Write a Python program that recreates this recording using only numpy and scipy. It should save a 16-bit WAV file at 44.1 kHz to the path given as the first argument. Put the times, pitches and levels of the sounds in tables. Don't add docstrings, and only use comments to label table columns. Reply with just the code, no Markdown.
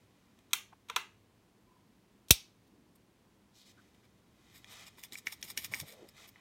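import sys
import numpy as np
from scipy import signal
from scipy.fft import rfft, irfft, next_fast_len
from scipy.io import wavfile

SR = 44100
rng = np.random.default_rng(int(sys.argv[2]) if len(sys.argv) > 2 else 0)


def wrap_up_sound(samples):
    columns = np.atleast_2d(samples).T
    tamed = np.clip(columns, -1, 1)
    steps = np.round(tamed * 32767).astype(np.int16)
    wavfile.write(sys.argv[1], SR, steps)


N = 282626
TIME = np.arange(N) / SR
AGE = TIME[:2 ** 14]
MIDDLE_S = AGE.mean()
FROM_MIDDLE = AGE - MIDDLE_S


def from_db(db):
    return 10 ** (np.asarray(db) / 20)


def rms_one(x):
    return x / np.sqrt(np.mean(x ** 2) + 1e-20)


def add(out, start_s, sound):
    start = round(start_s * SR)
    out[start:start + len(sound)] += sound[:N - start]


def dying(fade_s):
    return from_db(-60 * AGE / fade_s)


def swell(half_s):
    return np.exp(-(FROM_MIDDLE / half_s) ** 2 / np.sqrt(2))


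def held(age, rise_s, hold_s, fall_s):
    return np.exp(-(np.minimum(age, 0) / rise_s) ** 2 - np.maximum(age - hold_s, 0) / fall_s)


def grains(count, spread_db):
    return rms_one(rng.standard_normal(count) * from_db(spread_db * np.minimum(rng.exponential(1, count), 4)))


def shaped(x, curve_db, tilt_db=0):
    size = 2 * next_fast_len(len(x))
    hz = np.maximum(np.arange(size // 2 + 1) * SR / size, 1)
    gain = rms_one(from_db(curve_db(hz) + tilt_db * np.log2(np.clip(hz, 900, 16000))))
    cepstrum = irfft(np.log(gain + 1e-9))
    cepstrum[1:size // 2] *= 2
    cepstrum[size // 2 + 1:] = 0
    return irfft(rfft(x, size) * np.exp(rfft(cepstrum)))[:len(x)]


def spectrum(points):
    pitches, levels = np.transpose(points)
    return lambda hz: (np.interp(np.log(hz), np.log(pitches), levels)
                       + 40 * np.log10(np.minimum(hz / pitches[0], 1)))


def body(modes, order=1):
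    def curve_db(hz):
        peaks = (from_db(db) ** 2 / (1 + ((hz - pitch ** 2 / hz) / width) ** 2) ** order
                 for pitch, width, db in modes)
        return 10 * np.log10(sum(peaks) + 1e-6)
    return curve_db


# pitch_hz, level_db
BACKGROUND_COLOUR = [(48, -10.5), (65, -7), (82, -11.5), (102, -2), (150, -9.5), (203, -2), (250, -7.5),
                     (340, -9), (560, -17), (900, -19.5), (1015, -17.5), (1200, -22.5), (3000, -26.5),
                     (15500, -38)]
def background(level_db=-67):
    return from_db(level_db) * shaped(rng.standard_normal(N), spectrum(BACKGROUND_COLOUR))


# time_s, level_db
ARM_EFFORT = [(3.5, -100), (3.8, -71.5), (4.25, -82), (4.5, -66), (5.22, -70), (5.8, -60), (6.1, -69),
              (6.41, -73)]
def arm_effort():
    return from_db(np.interp(TIME, *np.transpose(ARM_EFFORT)))


# pitch_hz, level_db
SLIDING_COLOUR = [(240, -44.5), (400, -12.5), (694, -6), (784, -9.5), (1420, -9), (1790, -6), (2630, -5),
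                  (3850, -1.5), (4770, -6.5), (6090, -7.5), (15500, -21.5)]
# start_s, length_s, level_db, tilt_db_per_octave
GRIP_CHANGES = [(.05, .45, -76.5, -2.1), (3.57, 0.049, -65.5, 5), (3.673, 0.037, -63.5, 2),
                (4.726, .1, -53.5, -1), (6.187, 0.065, -55.5, -1.3), (6.37, .03, -62, -7)]
def rustle(sleeve_tilt_db=-1):
    slide = shaped(grains(N, spread_db=4.5), spectrum(SLIDING_COLOUR))
    low = signal.sosfiltfilt(signal.butter(2, 2600, fs=SR, output="sos"), slide)
    high = slide - low
    rubs = [(from_db(db) * held(TIME - start_s, 0.48 * length_s, length_s, 0.36 * length_s), tilt_db)
            for start_s, length_s, db, tilt_db in GRIP_CHANGES]
    low_power = high_power = 0
    for gain, tilt_db in rubs + [(arm_effort(), sleeve_tilt_db)]:
        treble_share = 1 / (1 + from_db(-2 * tilt_db) ** 4)
        low_power += 2 * (1 - treble_share) * gain ** 2
        high_power += 2 * treble_share * gain ** 2
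    return low * np.sqrt(low_power) + high * np.sqrt(high_power)


def held_tube(x, ring_db, fade_s):
    response = rng.standard_normal(len(AGE)) * dying(fade_s)
    ringing = signal.fftconvolve(x, response / np.linalg.norm(response))[:N]
    return (x + from_db(ring_db) * ringing) / np.sqrt(1 + from_db(2 * ring_db))


def chatter(fade_s):
    envelope = dying(fade_s)
    bins = rfft(rng.standard_normal(len(AGE)) * envelope)
    burst = irfft(bins / np.abs(bins)) * np.sqrt(dying(4 * fade_s))
    return burst * np.linalg.norm(envelope) / np.linalg.norm(burst)


# start_s, level_db, fade_s, tilt_db_per_octave
SWITCH_HITS = [(0.389, -58.5, 0.016, 0), (.508, -62.5, 0.16, -1.5), (0.5322, -16.5, 0.015, 2.5),
               (0.534, -22.5, 0.031, 1.5), (0.886, -52.5, 0.088, -1.5), (0.8973, -39.5, 0.027, -9),
               (0.899, -30.5, 0.023, -4.5), (0.9617, -23.5, 0.029, -1), (0.9638, -18, 0.017, -4.5)]
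def clicks(colour):
    out = np.zeros(N)
    for start_s, db, fade_s, tilt_db in SWITCH_HITS:
        add(out, start_s, from_db(db) * shaped(chatter(fade_s), colour, tilt_db))
    return out


# pitch_hz, level_db
PLATE_MODES = [(463, -11), (750, -14), (990, 0), (1170, -1.5), (1360, 0.5), (1750, -8.5), (2100, -2.5),
               (2440, 2.5), (2850, -6), (3330, 2.5), (3780, 1.5), (4500, -10.5), (5700, -5.5), (6450, -3.5),
               (8000, -7), (9400, -10), (12000, -10.5), (14000, -15)]
def switches(sharpness=8):
    return clicks(body([(hz, hz / sharpness, db) for hz, db in PLATE_MODES], order=2))


# pitch_hz, level_db
WALL_COLOUR = [(420, -9.5), (700, -15), (900, -4), (1400, -1.5), (1750, -4), (2400, 0.5), (3700, 0),
               (4900, -12.5), (6300, -5.5), (7400, -11.5), (10000, -13), (15500, -12.5)]
def switches_into_room():
    return clicks(spectrum(WALL_COLOUR))


# pitch_hz, fade_s
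ECHO_FADES = [(150, 0.25), (1000, 0.29), (3500, 0.29), (6300, 0.28), (9000, .24), (15000, 0.18)]
def room_echo(x, build_s=0.007):
    noise = rfft(rng.standard_normal(len(AGE)))
    hz = np.maximum(np.arange(len(noise)) * SR / len(AGE), 1)
    centres = np.log([pitch for pitch, _ in ECHO_FADES])
    bands = [np.interp(np.log(hz), centres, row) for row in np.eye(len(centres))]
    tail = sum(irfft(noise * band) * dying(fade_s) for band, (_, fade_s) in zip(bands, ECHO_FADES))
    tail *= 1 - np.exp(-(AGE / build_s) ** 2)
    return signal.fftconvolve(x, tail / np.linalg.norm(tail))[:N]


def dull_noise(count, hz, width_hz):
    band = shaped(rng.standard_normal(count), body([(hz, width_hz, 0)]))
    return rms_one(shaped(band, body([(hz, 2 * width_hz, 0)])))


# middle_s, half_length_s, level_db, pitch_hz, width_hz
HAND_BUMPS = [(.732, 0.0055, -55.5, 900, 500), (1.752, 0.061, -71, 1016, 47.4),
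              (2.797, .099, -66, 256, 116), (3.63, .065, -67.5, 4000, 1400),
              (3.79, 0.01, -61.5, 1420, 199.6), (5.532, 0.016, -60.5, 293, 120),
              (5.715, .02, -54.5, 125, 60), (5.728, 0.0093, -52, 685, 450), (5.826, 0.016, -49, 148, 80.5),
              (5.834, 0.0058, -54.5, 480, 298), (5.96, 0.1, -62, 550, 200), (6.024, 0.031, -55.5, 388, 185)]
def handling(rumble_db=-3.5):
    out = from_db(rumble_db) * arm_effort() * dull_noise(N, hz=100, width_hz=100)
    for middle_s, half_s, db, hz, width_hz in HAND_BUMPS:
        add(out, middle_s - MIDDLE_S, from_db(db) * dull_noise(len(AGE), hz, width_hz) * swell(half_s))
    return out


# start_s, level_db, fade_s
VIAL_CRACKS = [(2.2847, -49.5, 0.033), (2.294, -52, 0.037), (2.3058, -32.5, .02), (2.3075, -2.5, 0.014),
               (2.3096, -13.5, .06), (2.3108, -12, 0.0067)]
def cracks(colour):
    out = np.zeros(N)
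    for start_s, db, fade_s in VIAL_CRACKS:
        add(out, start_s, from_db(db) * shaped(chatter(fade_s), spectrum(colour)))
    return out


SNAP_S = 2.3078
# pitch_hz, level_db
GLASS_COLOUR = [(600, -10.5), (900, -13.5), (1400, -13), (2150, -15), (2400, -3), (3100, 0.5), (3800, 6),
                (4800, -3), (5700, 3.5), (7300, -4), (8700, 0.5), (10500, -4), (15500, -3)]
# pitch_hz, level_db, fade_s
TUBE_NOTES = [(2410, -29, .08), (2670, -21.5, 0.05), (3146, -23.5, .045), (3330, -23.5, 0.05),
              (3620, -16, 0.028), (3760, -10, 0.031), (3990, -24, 0.05), (5780, -21, 0.057),
              (5850, -22.5, .035), (6600, -25, .035), (8600, -23, 0.061), (8950, -22.5, 0.068),
              (11340, -22, 0.065), (13800, -25, .04)]
def snap():
    out = cracks(GLASS_COLOUR)
    for hz, db, fade_s in TUBE_NOTES:
        add(out, SNAP_S, from_db(db) * dying(fade_s) * np.sin(2 * np.pi * hz * AGE))
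    return out


# pitch_hz, level_db
SIDEWAYS_COLOUR = [(300, -14), (900, -15), (2000, -14), (2450, 1.5), (2900, -4), (3500, -1), (4700, -3),
                   (5900, -2), (7300, -10.5), (9000, -8.5), (10500, -10.5), (15500, -11.5)]
def snap_into_room():
    return cracks(SIDEWAYS_COLOUR)


def thump(thump_db=-18, thump_s=0.016, jolt_db=-21, jolt_hz=420):
    out = np.zeros(N)
    falling_tone = np.sin(2 * np.pi * np.sqrt(250 * AGE))
    add(out, SNAP_S, -from_db(thump_db) * falling_tone * np.exp(-(AGE / thump_s) ** 1.5))
    add(out, SNAP_S, -from_db(jolt_db) * np.sin(2 * np.pi * jolt_hz * AGE) * dying(0.0097))
    return out


# pitch_hz, width_hz, level_db
SCRAPED_MODES = [(914, 250, -4), (2020, 560, -2.5), (2340, 73, 2.5), (3350, 590, 3), (3930, 250, 0.5),
                 (5650, 1400, -1.5), (6880, 780, -2.5), (8910, 680, -3), (11660, 400, -8),
                 (13100, 2700, -2.5)]
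def scrape(envelope, tilt_db, catch_db=3, catches_per_s=700, spot_db=2.0, detune=0.034):
    catches = np.clip(rng.standard_normal(len(AGE)), -2, 2)
    friction = np.interp(AGE * catches_per_s, np.arange(len(AGE)), catches)
    grit = rms_one(grains(len(AGE), spread_db=4.5) * from_db(catch_db * friction)) * envelope
    shifts = rng.standard_normal((len(SCRAPED_MODES), 2))
    spot = [(hz * (1 + detune * pitch_shift), width_hz, db + spot_db * level_shift)
            for (hz, width_hz, db), (pitch_shift, level_shift) in zip(SCRAPED_MODES, shifts)]
    return shaped(grit, body(spot), tilt_db)


# middle_s, half_length_s, level_db, tilt_db_per_octave
GLASS_SHIFTS = [(2.958, 0.0041, -65, 9), (3.949, 0.0043, -68.5, -3.5), (4.045, 0.014, -71, -4),
                (4.565, .022, -58.5, -1), (4.723, 0.02, -57.5, -1.5), (4.874, .012, -52.5, -3.5),
                (5.415, .004, -60.5, 2), (5.487, .008, -52, 0), (5.722, 0.0066, -48.5, -2),
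                (6.091, 0.0046, -56, 0), (6.286, 0.0093, -57, 1.5)]
# out_s, out_db, back_s, back_db, landing_db
SHAKE_STROKES = [(4.986, -56, 5.037, -48.5, -32.5), (5.132, -47.5, 5.176, -49, -49),
                 (5.272, -49, 5.324, -46.5, -34.5), (5.442, -51, 5.502, -45.5, -47),
                 (5.582, -46.5, 5.646, -42.5, -27), (5.745, -48, 5.8005, -43, -29.5),
                 (5.877, -56.5, 5.924, -56.5, -47)]
def scratches(slide_db=-14, growth_db=2.12, lead_s=0.01, edge_s=0.0067):
    out = np.zeros(N)
    for count, (out_s, out_db, back_s, back_db, _) in enumerate(SHAKE_STROKES):
        throw = from_db(out_db) * held(FROM_MIDDLE, rise_s=0.006, hold_s=0.0086, fall_s=0.012)
        level_db = (out_db + back_db) / 2 + slide_db + growth_db * count
        slide = from_db(level_db) * held(FROM_MIDDLE + lead_s, edge_s, back_s - out_s + lead_s, edge_s)
        fall = from_db(back_db) * held(FROM_MIDDLE, rise_s=0.0061, hold_s=0.011, fall_s=0.0069)
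        add(out, out_s - MIDDLE_S, scrape(np.hypot(throw, slide), tilt_db=-0.6))
        add(out, back_s - MIDDLE_S, scrape(fall, tilt_db=0.1))
    for middle_s, half_s, db, tilt_db in GLASS_SHIFTS:
        add(out, middle_s - MIDDLE_S, scrape(from_db(db) * swell(half_s), tilt_db))
    return out


def ping(hz, fade_cycles=23, rise_s=0.00032):
    return np.sin(2 * np.pi * hz * AGE) * dying(fade_cycles / hz) * (1 - np.exp(-AGE / rise_s))


# pitch_hz, width_hz, level_db
KNOCKED_MODES = [(880, 75, -11), (1866, 134, 0.5), (2420, 230, -1), (2800, 570, -8), (5470, 430, -6),
                 (6520, 160, -10.5), (8500, 1100, -19), (12200, 2000, -31)]
# start_s, click_db, tilt_db_per_octave, ping_db, pitch_hz
VIAL_HITS = [(4.6444, -41, -1, -38, 3270), (4.984, -45, -6.5, -46.5, 930), (5.123, -38.5, 6, -30, 3980),
             (5.155, -42, 3, -28, 2300), (5.269, -28.5, -0.5, -44, 2800), (5.271, -24.5, 0, -21.5, 2200),
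             (5.427, -29, 4.5, -42, 3230), (5.4294, -36, 1, -20.5, 5400), (5.5743, -25, 2, -34, 2930),
             (5.576, -18.5, 5, -26, 2240), (5.7378, -29.5, 0, -19.5, 2220), (5.744, -27, 3.5, -31, 2240),
             (6.3588, -48, -16, -49, 2044)]
def knocks(skitter_db=-21, landing_tilt_db=7, landing_hz=2350, spot_width_hz=230, spot_db=1):
    out = np.zeros(N)
    throws = [(start_s, db, tilt_db, hz) for start_s, db, tilt_db, _, hz in VIAL_HITS]
    landings = [(back_s, db, landing_tilt_db, landing_hz) for _, _, back_s, _, db in SHAKE_STROKES]
    for start_s, db, tilt_db, hz in throws + landings:
        hit = chatter(fade_s=0.0052)
        skitter = from_db(skitter_db) * grains(len(AGE), spread_db=6) * dying(0.089)
        tube = body([*KNOCKED_MODES, (hz, spot_width_hz, spot_db)])
        add(out, start_s, from_db(db) * shaped(hit + skitter, tube, tilt_db))
    for start_s, _, _, ping_db, hz in VIAL_HITS:
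        add(out, start_s, from_db(ping_db) * ping(hz))
    bass_cut = signal.butter(2, 1000, "high", fs=SR, output="sos")
    return signal.sosfilt(bass_cut, out)


def wrist_thuds(relative_db=-11.5):
    out = np.zeros(N)
    for out_s, out_db, *_ in SHAKE_STROKES:
        thud = dull_noise(len(AGE), hz=218, width_hz=260) * swell(half_s=0.015)
        add(out, out_s - MIDDLE_S, from_db(out_db + relative_db) * thud)
    return out


def scene():
    shake = held_tube(knocks(), ring_db=-8, fade_s=0.028)
    shake += held_tube(scratches(), ring_db=-3.5, fade_s=0.027)
    rubbing = held_tube(rustle(), ring_db=-3.5, fade_s=0.031)
    into_room = from_db(-11.5) * switches_into_room() + from_db(-22.5) * snap_into_room()
    echo = room_echo(into_room + from_db(-21) * shake)
    mix = background() + rubbing + switches() + echo + snap() + thump() + handling()
    return (mix + shake + wrist_thuds())[None]


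def record(dry, ceiling=0.77, cutoff_hz=15800):
    rounded = dry / (1 + (dry / ceiling) ** 4) ** .25
    return signal.sosfilt(signal.ellip(10, .1, 80, cutoff_hz, fs=SR, output="sos"), rounded)


dry = scene()
out = record(dry)
wrap_up_sound(out)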